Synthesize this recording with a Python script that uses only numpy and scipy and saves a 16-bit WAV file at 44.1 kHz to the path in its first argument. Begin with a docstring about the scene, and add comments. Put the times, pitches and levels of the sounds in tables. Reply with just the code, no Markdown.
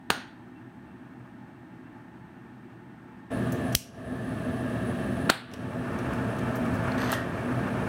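"""A bench gas torch is lit twice: its hissing jet catches with a pop and burns with a growing rush.
An extractor fan hums and blows throughout. The first lighting is heard quietly from beside the bench,
the second from above it. There a pocket lighter snaps, the torch pops alight, and the lighter slides
onto the metal bench and drops flat. In this second scene an automatic volume control turns the sound
down after each sharp noise and lets it creep back."""
import sys
import numpy as np
from scipy import signal
from scipy.fft import rfft, irfft, next_fast_len
from scipy.io import wavfile
from scipy.ndimage import uniform_filter1d, minimum_filter1d

SR = 44100
rng = np.random.default_rng(int(sys.argv[2]) if len(sys.argv) > 2 else 0)


def unload_wav(signal):
    """Save mono or channel-first audio to the path in sys.argv[1] as 16-bit WAV at rate SR, clipped to [-1, 1]."""
    wavfile.write(
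        sys.argv[1],
        SR,
        np.round(np.clip(np.atleast_2d(signal).T, -1, 1) * 32767).astype(np.int16),
    )


N = 347799
TIME = np.arange(N) / SR
FFT_SIZE = next_fast_len(N, True)
FREQS = np.fft.rfftfreq(FFT_SIZE, 1 / SR)
SECOND_SCENE_S = 3.309  # from here on we listen from above the bench

# The two times the gas catches. Each row: start in seconds, energy in dB, treble tilt in dB per octave,
# the flame's run-up in seconds, run-up and echo levels in dB against the pop, then a dip in the echo:
# its pitch in Hz, width in Hz and depth in dB.
IGNITIONS = [(.1034, 30.5, 0, 0.0043, -25, -10.5, 7600, 600, -19.5),
             (5.2996, 33, 0.5, .0062, -21, -13, 6500, 1800, -12.5)]
# The lighter knocks on the bench. Each row: start in seconds, energy in dB, treble tilt in dB per
# octave, rattle time in seconds.
BENCH_KNOCKS = [(7.118, -7, 11, 0.0055), (7.128, 5, -4, 0.0046), (7.135, -4.5, 2.5, 0.0086)]
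# The tone of the metal bench. Each row: frequency in Hz, relative level in dB.
BENCH_TONE = [(100, -30), (600, 0), (1100, -2), (1850, 4), (2300, -11), (3100, -3.5), (4300, -11),
              (5300, -13.5), (6400, -14), (7300, -18.5), (8500, -15), (11000, -22.5), (13000, -20),
              (16000, -35)]


def amp(db):
    """Turns decibels into a gain."""
    return 10 ** (np.asarray(db) / 20)


def unit(x):
    """Scales a sound to an energy of 1."""
    return x / np.sqrt(np.sum(x ** 2) + 1e-20)


def curve_at(points, hz):
    """Reads between the rows of a frequency table, on a scale of octaves."""
    row_hz, value = np.transpose(points)
    return np.interp(np.log(hz + 1), np.log(row_hz + 1), value)


def add(mix, start_s, sound):
    """Mixes a sound in at its start time."""
    part = mix[round(start_s * SR):][:len(sound)]
    part += sound[:len(part)]


def noise(db, ripple_db=1):
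    """Noise with the given spectrum in dB per Hz; the room's reflections put ripples in its treble."""
    ripple = unit(uniform_filter1d(rng.standard_normal(len(FREQS)), size=350)) * np.sqrt(len(FREQS))
    treble_db = ripple_db * ripple * np.clip(FREQS / 2000 - .5, 0, 1)
    spectrum = rfft(rng.standard_normal(FFT_SIZE)) * amp(db + treble_db)
    return irfft(spectrum, FFT_SIZE)[:N] * np.sqrt(SR / 2)


def band(hz, width_hz):
    """Narrow noise with an average power of 1; around 0 Hz it is a random drift."""
    shape = 1 / (1 + (2 * (FREQS - hz) / width_hz) ** 2)
    return unit(irfft(rfft(rng.standard_normal(FFT_SIZE)) * shape, FFT_SIZE)[:N]) * np.sqrt(N)


def colour(x, tone, tilt_db, size=2048):
    """Gives a sound the tone of an object, tilted by tilt_db per octave above 1500 Hz."""
    hz = abs(np.fft.fftfreq(size, 1 / SR))
    log_gain = np.log(amp(curve_at(tone, hz) + tilt_db * np.log2(np.maximum(hz, 1500))))
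    ring = np.fft.ifft(np.exp(np.conj(signal.hilbert(log_gain)))).real  # rings only after the hit
    return signal.fftconvolve(x, unit(ring[:size // 2]))


def hit(rattle_s, rattle_share):
    """One sharp push and a quickly dying rattle, which share an energy of 1."""
    t = np.arange(SR // 20) / SR
    push = np.sqrt(rattle_share) * unit(rng.standard_normal(len(t)) * np.exp(-t / rattle_s))
    push[0] = np.sqrt(1 - rattle_share)
    return push


def hollow(x, hz, width_hz, db):
    """Carves one dip into a sound's spectrum."""
    freqs = np.fft.rfftfreq(len(x), 1 / SR)
    return irfft(rfft(x) * amp(db * np.exp(-2 * ((freqs - hz) / width_hz) ** 2)), len(x))


def second_scene(fade_s=0.016):
    """Goes from 0 beside the bench to 1 above it."""
    return np.clip((TIME - SECOND_SCENE_S) / fade_s + .5, 0, 1)


def echo(x, build_s=0.00158):
    """The workshop's wash of reflections, whose highest treble dies first."""
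    # How long the room rings. Each row: frequency in Hz, seconds to fade by 60 dB.
    fade_times = [(100, 0.28), (800, .38), (2000, 0.5), (4000, 0.41), (6000, 0.35), (10000, 0.29),
                  (16000, 0.19)]
    hz, t, spectra = signal.stft(rng.standard_normal(SR * 3 // 5), SR, nperseg=256)
    fade = amp(-60 * t / curve_at(fade_times, hz)[:, None])
    tail = signal.istft(spectra * fade, SR, nperseg=256)[1]
    build_up = 1 - np.exp(-np.arange(len(tail)) / SR / build_s)
    return signal.fftconvolve(x, unit(tail * build_up))


def with_echo(x, echo_db):
    """A sound together with its echo."""
    out = amp(echo_db) * echo(x)
    add(out, 0, x)
    return out


def hit_echo(tone, tilt_db):
    """The room hears a hit from all sides, so its echo has only the object's smooth tone; energy 1."""
    return unit(echo(colour(np.ones(1), tone, tilt_db)))


def resonances_db():
    """Standing waves in the duct and room lift some frequencies and weaken others."""
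    # The peaks and dips. Each row: frequency in Hz, width in Hz, height in dB.
    peaks = [(121.7, 15.3, 8.5), (149.5, 9.2, -7), (161.4, 17, 2.5), (200.5, 6.1, 5), (251, 26.2, 10),
             (298, 21, -2), (355.8, 19.5, 5.5), (396, 16, 2), (459.4, 28, 8), (490, 18, -4.5), (547, 43, 4),
             (641.4, 70, 6.5), (868, 17, 7.5), (970, 63, -0.5), (1330, 40, 3), (1454, 52, -2.5),
             (1472, 17, 11), (1617, 22, 5.5), (2000, 27, 0), (2190, 50, 2.5), (2340, 43, 6),
             (2380, 45, -14), (2630, 50, -10.5), (2694, 41, 13), (3150, 34, 6.5), (3320, 54, -9.5),
             (3770, 80, 7), (4350, 100, 9.5)]
    return sum(db * np.exp(-2 * ((FREQS - hz) / width) ** 2) for hz, width, db in peaks)


def fan(waver_hz=1.48, flutter=0.33, swell_db=.5):
    """Swirling air rumbles in the extractor's duct while the motor hums in wavering tones."""
    # The air's rumble beside and above the bench. 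Each row: frequency in Hz, base level in dB per Hz.
    rumble_beside = [(20, -94.5), (45, -71.5), (65, -65), (120, -58), (200, -53.5), (255, -58.5),
                     (305, -52), (365, -60.5), (410, -71), (520, -84.5), (830, -64.5), (1200, -78.5),
                     (1800, -72), (2400, -88), (6000, -115)]
    rumble_above = [(20, -82), (48, -71.5), (68, -61.5), (110, -57), (210, -56), (310, -60), (500, -69),
                    (680, -66.5), (950, -76.5), (1180, -70), (1420, -79), (1780, -72), (2000, -84),
                    (6000, -112)]
    # The motor's hum. Each row: pitch in Hz, level in dB beside the bench, level in dB above it.
    motor_tones = [(121.8, -50, -65), (361.2, -65.5, -50), (670.4, -58, -48.5), (1633, -59, -53),
                   (1740, -55.5, -51), (1820, -51, -59)]
    duct_db, above = resonances_db(), second_scene()
    air = (1 - above) * noise(curve_at(rumble_beside, FREQS) + duct_db)
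    air += above * noise(curve_at(rumble_above, FREQS) + duct_db)
    out = air * amp(swell_db * band(0, 22))
    for hz, beside_db, above_db in motor_tones:
        level = ((1 - above) * amp(beside_db) + above * amp(above_db)) * (1 + flutter * band(0, 38))
        phase = 2 * np.pi * np.cumsum(hz + waver_hz * band(0, 5.94)) / SR
        out += np.sqrt(2) * level * np.sin(phase)
    return out


def metal_rings():
    """Metal rings on after the first pop and after the lighter's snap, touch on the bench and fall."""
    # The dying tones. Each row: start in seconds, pitch in Hz, peak in dB, seconds to fade by 60 dB.
    tones = [(0.105, 1435, -15.5, 0.3), (3.752, 5652, -29.5, 0.34), (3.752, 8250, -29, .25),
             (6.92, 4300, -31.5, 0.012), (7.128, 1856, -29, 0.51), (7.127, 3500, -33, .07)]
    out, t = np.zeros(N), np.arange(SR // 3) / SR
    for start_s, hz, db, fade_s in tones:
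        add(out, start_s, amp(db - 60 * t / fade_s) * np.sin(2 * np.pi * hz * t))
    return out


def lighter_drag(start_s=6.972, swell_s=0.01, stop_s=0.029, level_db=-39, clump_db=3, slips_per_s=1800):
    """The lighter skips over the sheet metal in clumps of tiny rasping slips, until the last knock."""
    # Resonances the dragging stirs. Each row: pitch in Hz, width in Hz, level in dB against the drag.
    rasp_bands = [(4330, 1000, -15.5), (6250, 700, -21), (8300, 300, -26), (12750, 1000, -25)]
    speed = np.clip((TIME - start_s) / swell_s, 0, 1)
    speed *= np.clip(1 - (TIME - BENCH_KNOCKS[-1][0]) / stop_s, 0, 1)
    force = amp(level_db + clump_db * band(0, 160)) * speed
    slips = unit(rng.standard_normal(N) * (rng.random(N) < slips_per_s / SR)) * np.sqrt(N)
    rasp = sum(amp(db) * band(hz, width) for hz, width, db in rasp_bands)
    scrape = colour(slips * force, BENCH_TONE, tilt_db=-3.5)[:N]
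    return with_echo(scrape + rasp * force, echo_db=-4)[:N]


def lighter_fall(echo_db=-4):
    """The lighter falls on its side and bounces on the sheet metal."""
    out = np.zeros(N)
    for start_s, db, tilt_db, rattle_s in BENCH_KNOCKS:
        knock = colour(hit(rattle_s, rattle_share=0.78), BENCH_TONE, tilt_db)
        add(out, start_s, amp(db) * unit(knock))
        add(out, start_s, amp(db + echo_db) * hit_echo(BENCH_TONE, tilt_db))
    return out


def lighter_in_hand():
    """Snaps and finger rubs make the lighter's small plastic body ring."""
    # The tone of that body. Each row: frequency in Hz, relative level in dB.
    plastic_tone = [(100, -10), (600, -3), (1200, -6), (1900, -3.5), (2900, 7.5), (3600, -2), (4300, 0),
                    (5100, 0), (5700, 5), (6800, -2), (10000, -7), (11700, -4.5), (13000, -10.5),
                    (16000, -9.5)]
    # The lighter snaps, is let go and is handled. 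Each row: start in seconds, energy in dB, treble tilt
    # in dB per octave, rattle time in seconds, echo level in dB against the click.
    clicks = [(3.7476, -17, 3, .0005, -12), (3.7509, 32, 5.5, 0.0013, -18.5), (5.515, -14, -8, 0.0024, 0),
              (5.5374, -8, -1, 0.004, -8), (5.988, -21.5, -1, .006, -6), (6.135, -25, 4, .003, -6)]
    # Finger rubs. Each row: start and length in seconds, level in dB, treble tilt in dB per octave.
    rubs = [(3.519, 0.015, -41, 9), (3.722, 0.016, -47, 2), (6.384, 0.014, -50, 0),
            (6.552, 0.024, -47.5, 9), (6.652, .016, -56, 4), (6.736, 0.025, -55, 4),
            (6.91, 0.022, -48, -10)]
    out = np.zeros(N)
    for start_s, db, tilt_db, rattle_s, echo_db in clicks:
        click = colour(hit(rattle_s, rattle_share=0.86), plastic_tone, tilt_db)
        add(out, start_s, amp(db) * unit(click))
        add(out, start_s, amp(db + echo_db) * hit_echo(plastic_tone, tilt_db))
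    for start_s, length_s, db, tilt_db in rubs:
        count = round(length_s * SR)
        grains = rng.standard_normal(count) * rng.exponential(1, count) * signal.windows.tukey(count, .4)
        rub = colour(unit(grains), plastic_tone, tilt_db)
        add(out, start_s, amp(db) * np.sqrt(count) * with_echo(rub, echo_db=-6.5))
    return out


def lighter_puff(start_s=3.7535, hz=78, db=-1, decay_s=0.0067):
    """The lighter's own gas catches with a short low thump."""
    out, t = np.zeros(N), np.arange(SR // 8) / SR
    add(out, start_s, -amp(db) * np.sin(2 * np.pi * hz * t) * np.exp(-t / decay_s))
    return out


def burning(lit_s, catch_s=.04):
    """Rises to 1 as a flame takes hold and stays there until its scene ends."""
    in_scene = second_scene() if lit_s > SECOND_SCENE_S else 1 - second_scene()
    return in_scene * np.clip((TIME - lit_s) / catch_s, 0, 1)


def gas_jet(beside_db=-75, above_db=-62, lit_db=-4, flicker_db=2, whine_hz=14260, whine_db=-74.5):
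    """The jet hisses and whistles on the nozzle's edge; the whistles are louder above, softer when lit."""
    # The hiss of escaping gas. Each row: frequency in Hz, level in dB per Hz.
    hiss = [(500, -100), (2000, -88.5), (2700, -84), (3800, -91), (5000, -99), (6200, -99), (7600, -103),
            (8300, -95), (9200, -102), (10500, -106), (11000, -103), (11600, -105), (16000, -107)]
    # The nozzle's unsteady whistles. Each row: pitch in Hz, width in Hz, relative level in dB.
    edge_tones = [(9887, 260, 1.5), (8380, 220, -9.5)]
    above, lit = second_scene(), [burning(lit_s) for lit_s, *_ in IGNITIONS]
    whistle_db = (1 - above) * beside_db + above * above_db + lit_db * sum(lit)
    whistles = sum(amp(db) * band(hz, width) for hz, width, db in edge_tones)
    whistles *= amp(whistle_db + flicker_db * band(0, 25))
    whine_phase = 2 * np.pi * np.cumsum(whine_hz + 12 * band(0, 20)) / SR  # wavers by about 12 Hz
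    whine = amp(whine_db) * np.sqrt(2) * np.sin(whine_phase)
    whine *= 1 - lit[-1]  # the last lighting stops the jet's thin whine
    return noise(curve_at(hiss, FREQS)) + whistles + whine


def torch_pops(bounce_s=0.004, bounce_db=-13):
    """The flame runs up to the nozzle and bursts; the bench top and the room throw the crack back."""
    # The tones of the pop and of its run-up. Each row: frequency in Hz, relative level in dB.
    pop_tone = [(25, -52.5), (90, -3), (330, -3.5), (500, -6.5), (780, -0.5), (1050, -5), (1550, 0),
                (2100, -10.5), (3000, -8.5), (4300, -8), (5150, -18.5), (6300, -16), (8800, -17.5),
                (11000, -26.5)]
    run_up_tone = [(300, -12.0), (1500, -1.5), (8000, -24.0)]
    out = np.zeros(N)
    for start_s, db, tilt_db, run_s, run_db, echo_db, dip_hz, dip_width_hz, dip_db in IGNITIONS:
        push = np.zeros(SR // 10)
        count = round(run_s * SR)
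        run_up = rng.standard_normal(count) * np.linspace(.3, 1, count) ** 2
        add(push, 0, amp(run_db) * unit(colour(run_up, run_up_tone, tilt_db=0)))
        burst = hit(rattle_s=0.001, rattle_share=0.35)
        add(push, run_s, burst + amp(-6.5) * hit(rattle_s=0.0044, rattle_share=0.89))
        add(push, run_s + bounce_s, amp(bounce_db) * burst)
        add(out, start_s - run_s, amp(db) * unit(colour(push, pop_tone, tilt_db)))
        tail = hollow(hit_echo(pop_tone, tilt_db), dip_hz, dip_width_hz, dip_db)
        add(out, start_s, amp(db + echo_db) * tail)
    return out


def flame_strength():
    """Each flame catches at its pop, then grows ever more slowly to its full rush."""
    # The two flames. Each row: full strength in dB, how many dB weaker it starts, growth time in seconds.
    growth = [(-5, 5, .4), (-0.5, 9.5, .7)]
    out = np.zeros(N)
    for (lit_s, *_), (full_db, weaker_db, grow_s) in zip(IGNITIONS, growth):
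        age_s = np.maximum(TIME - lit_s, 0)
        out += burning(lit_s) * amp(full_db - weaker_db * np.exp(-age_s / grow_s))
    return out


def torch_flame(flicker_db=1.85, room_share=0.64, sing_hz=2695):
    """Burning gas rushes and flickers; the first flame also sings in brief faint whistles."""
    # The flame's rush. Each row: frequency in Hz, base level in dB per Hz.
    rush_spectrum = [(30, -93), (80, -58.5), (250, -71.5), (500, -69), (800, -68.5), (1250, -67),
                     (1750, -71), (2000, -80), (2350, -75), (3000, -88), (4000, -102), (5000, -95.5),
                     (8000, -102), (16000, -110)]
    # The brief whistles. Each row: start in seconds, length in seconds, level in dB.
    whistles = [(0.552, 0.046, -47), (.88, .06, -52), (1.822, 0.082, -52)]
    rush = noise(curve_at(rush_spectrum, FREQS) + room_share * resonances_db())
    out = rush * flame_strength() * amp(flicker_db * band(0, 39))
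    for start_s, length_s, db in whistles:
        t = np.arange(round(length_s * SR)) / SR
        tone = np.sqrt(2) * np.sin(2 * np.pi * sing_hz * t)
        add(out, start_s, amp(db) * tone * signal.windows.tukey(len(t), .5))
    return out


def scene():
    """The fan, the torch and the lighter together in one channel."""
    fan_and_torch = fan() + gas_jet() + torch_flame() + torch_pops()
    lighter = lighter_in_hand() + lighter_puff() + lighter_drag() + lighter_fall()
    return (fan_and_torch + lighter + metal_rings())[None]


def volume_control(x, threshold_db=-26, slope=0.49, hold_s=0.17, release_s=0.37):
    """Loud treble pulls the gain down at once; it holds, then creeps back."""
    treble = signal.sosfilt(signal.butter(2, 1000, "high", fs=SR, output="sos"), x)
    power_db = 10 * np.log10(abs(uniform_filter1d(treble ** 2, size=90)) + 1e-12)
    gain = amp(-slope * np.maximum(power_db - threshold_db, 0))
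    half_hold = round(hold_s * SR / 2)
    held = minimum_filter1d(gain, 2 * half_hold + 1, origin=half_hold, mode="nearest")
    fade = np.exp(-TIME / release_s)
    dip = np.maximum.accumulate((1 - held) / fade) * fade  # each dip fades until a deeper one comes
    return uniform_filter1d(1 - dip, size=30)


def record(dry, low_gain_db=-19, low_cut_hz=32, high_cut_hz=15900, ceiling=.62):
    """A low steady gain, then automatic volume; trims deep bass and top treble and rounds off peaks."""
    above = second_scene()
    gain = (1 - above) * amp(low_gain_db) + above * volume_control(dry[0] * above)
    trimmed = signal.sosfilt(signal.butter(2, low_cut_hz, "high", fs=SR, output="sos"), dry)
    rounded = ceiling * np.tanh(trimmed * gain / ceiling)
    low_pass = signal.firwin(511, high_cut_hz, window=("kaiser", 9), fs=SR)
    return signal.oaconvolve(rounded, low_pass[None], "same")


dry = scene()
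out = record(dry)
unload_wav(out)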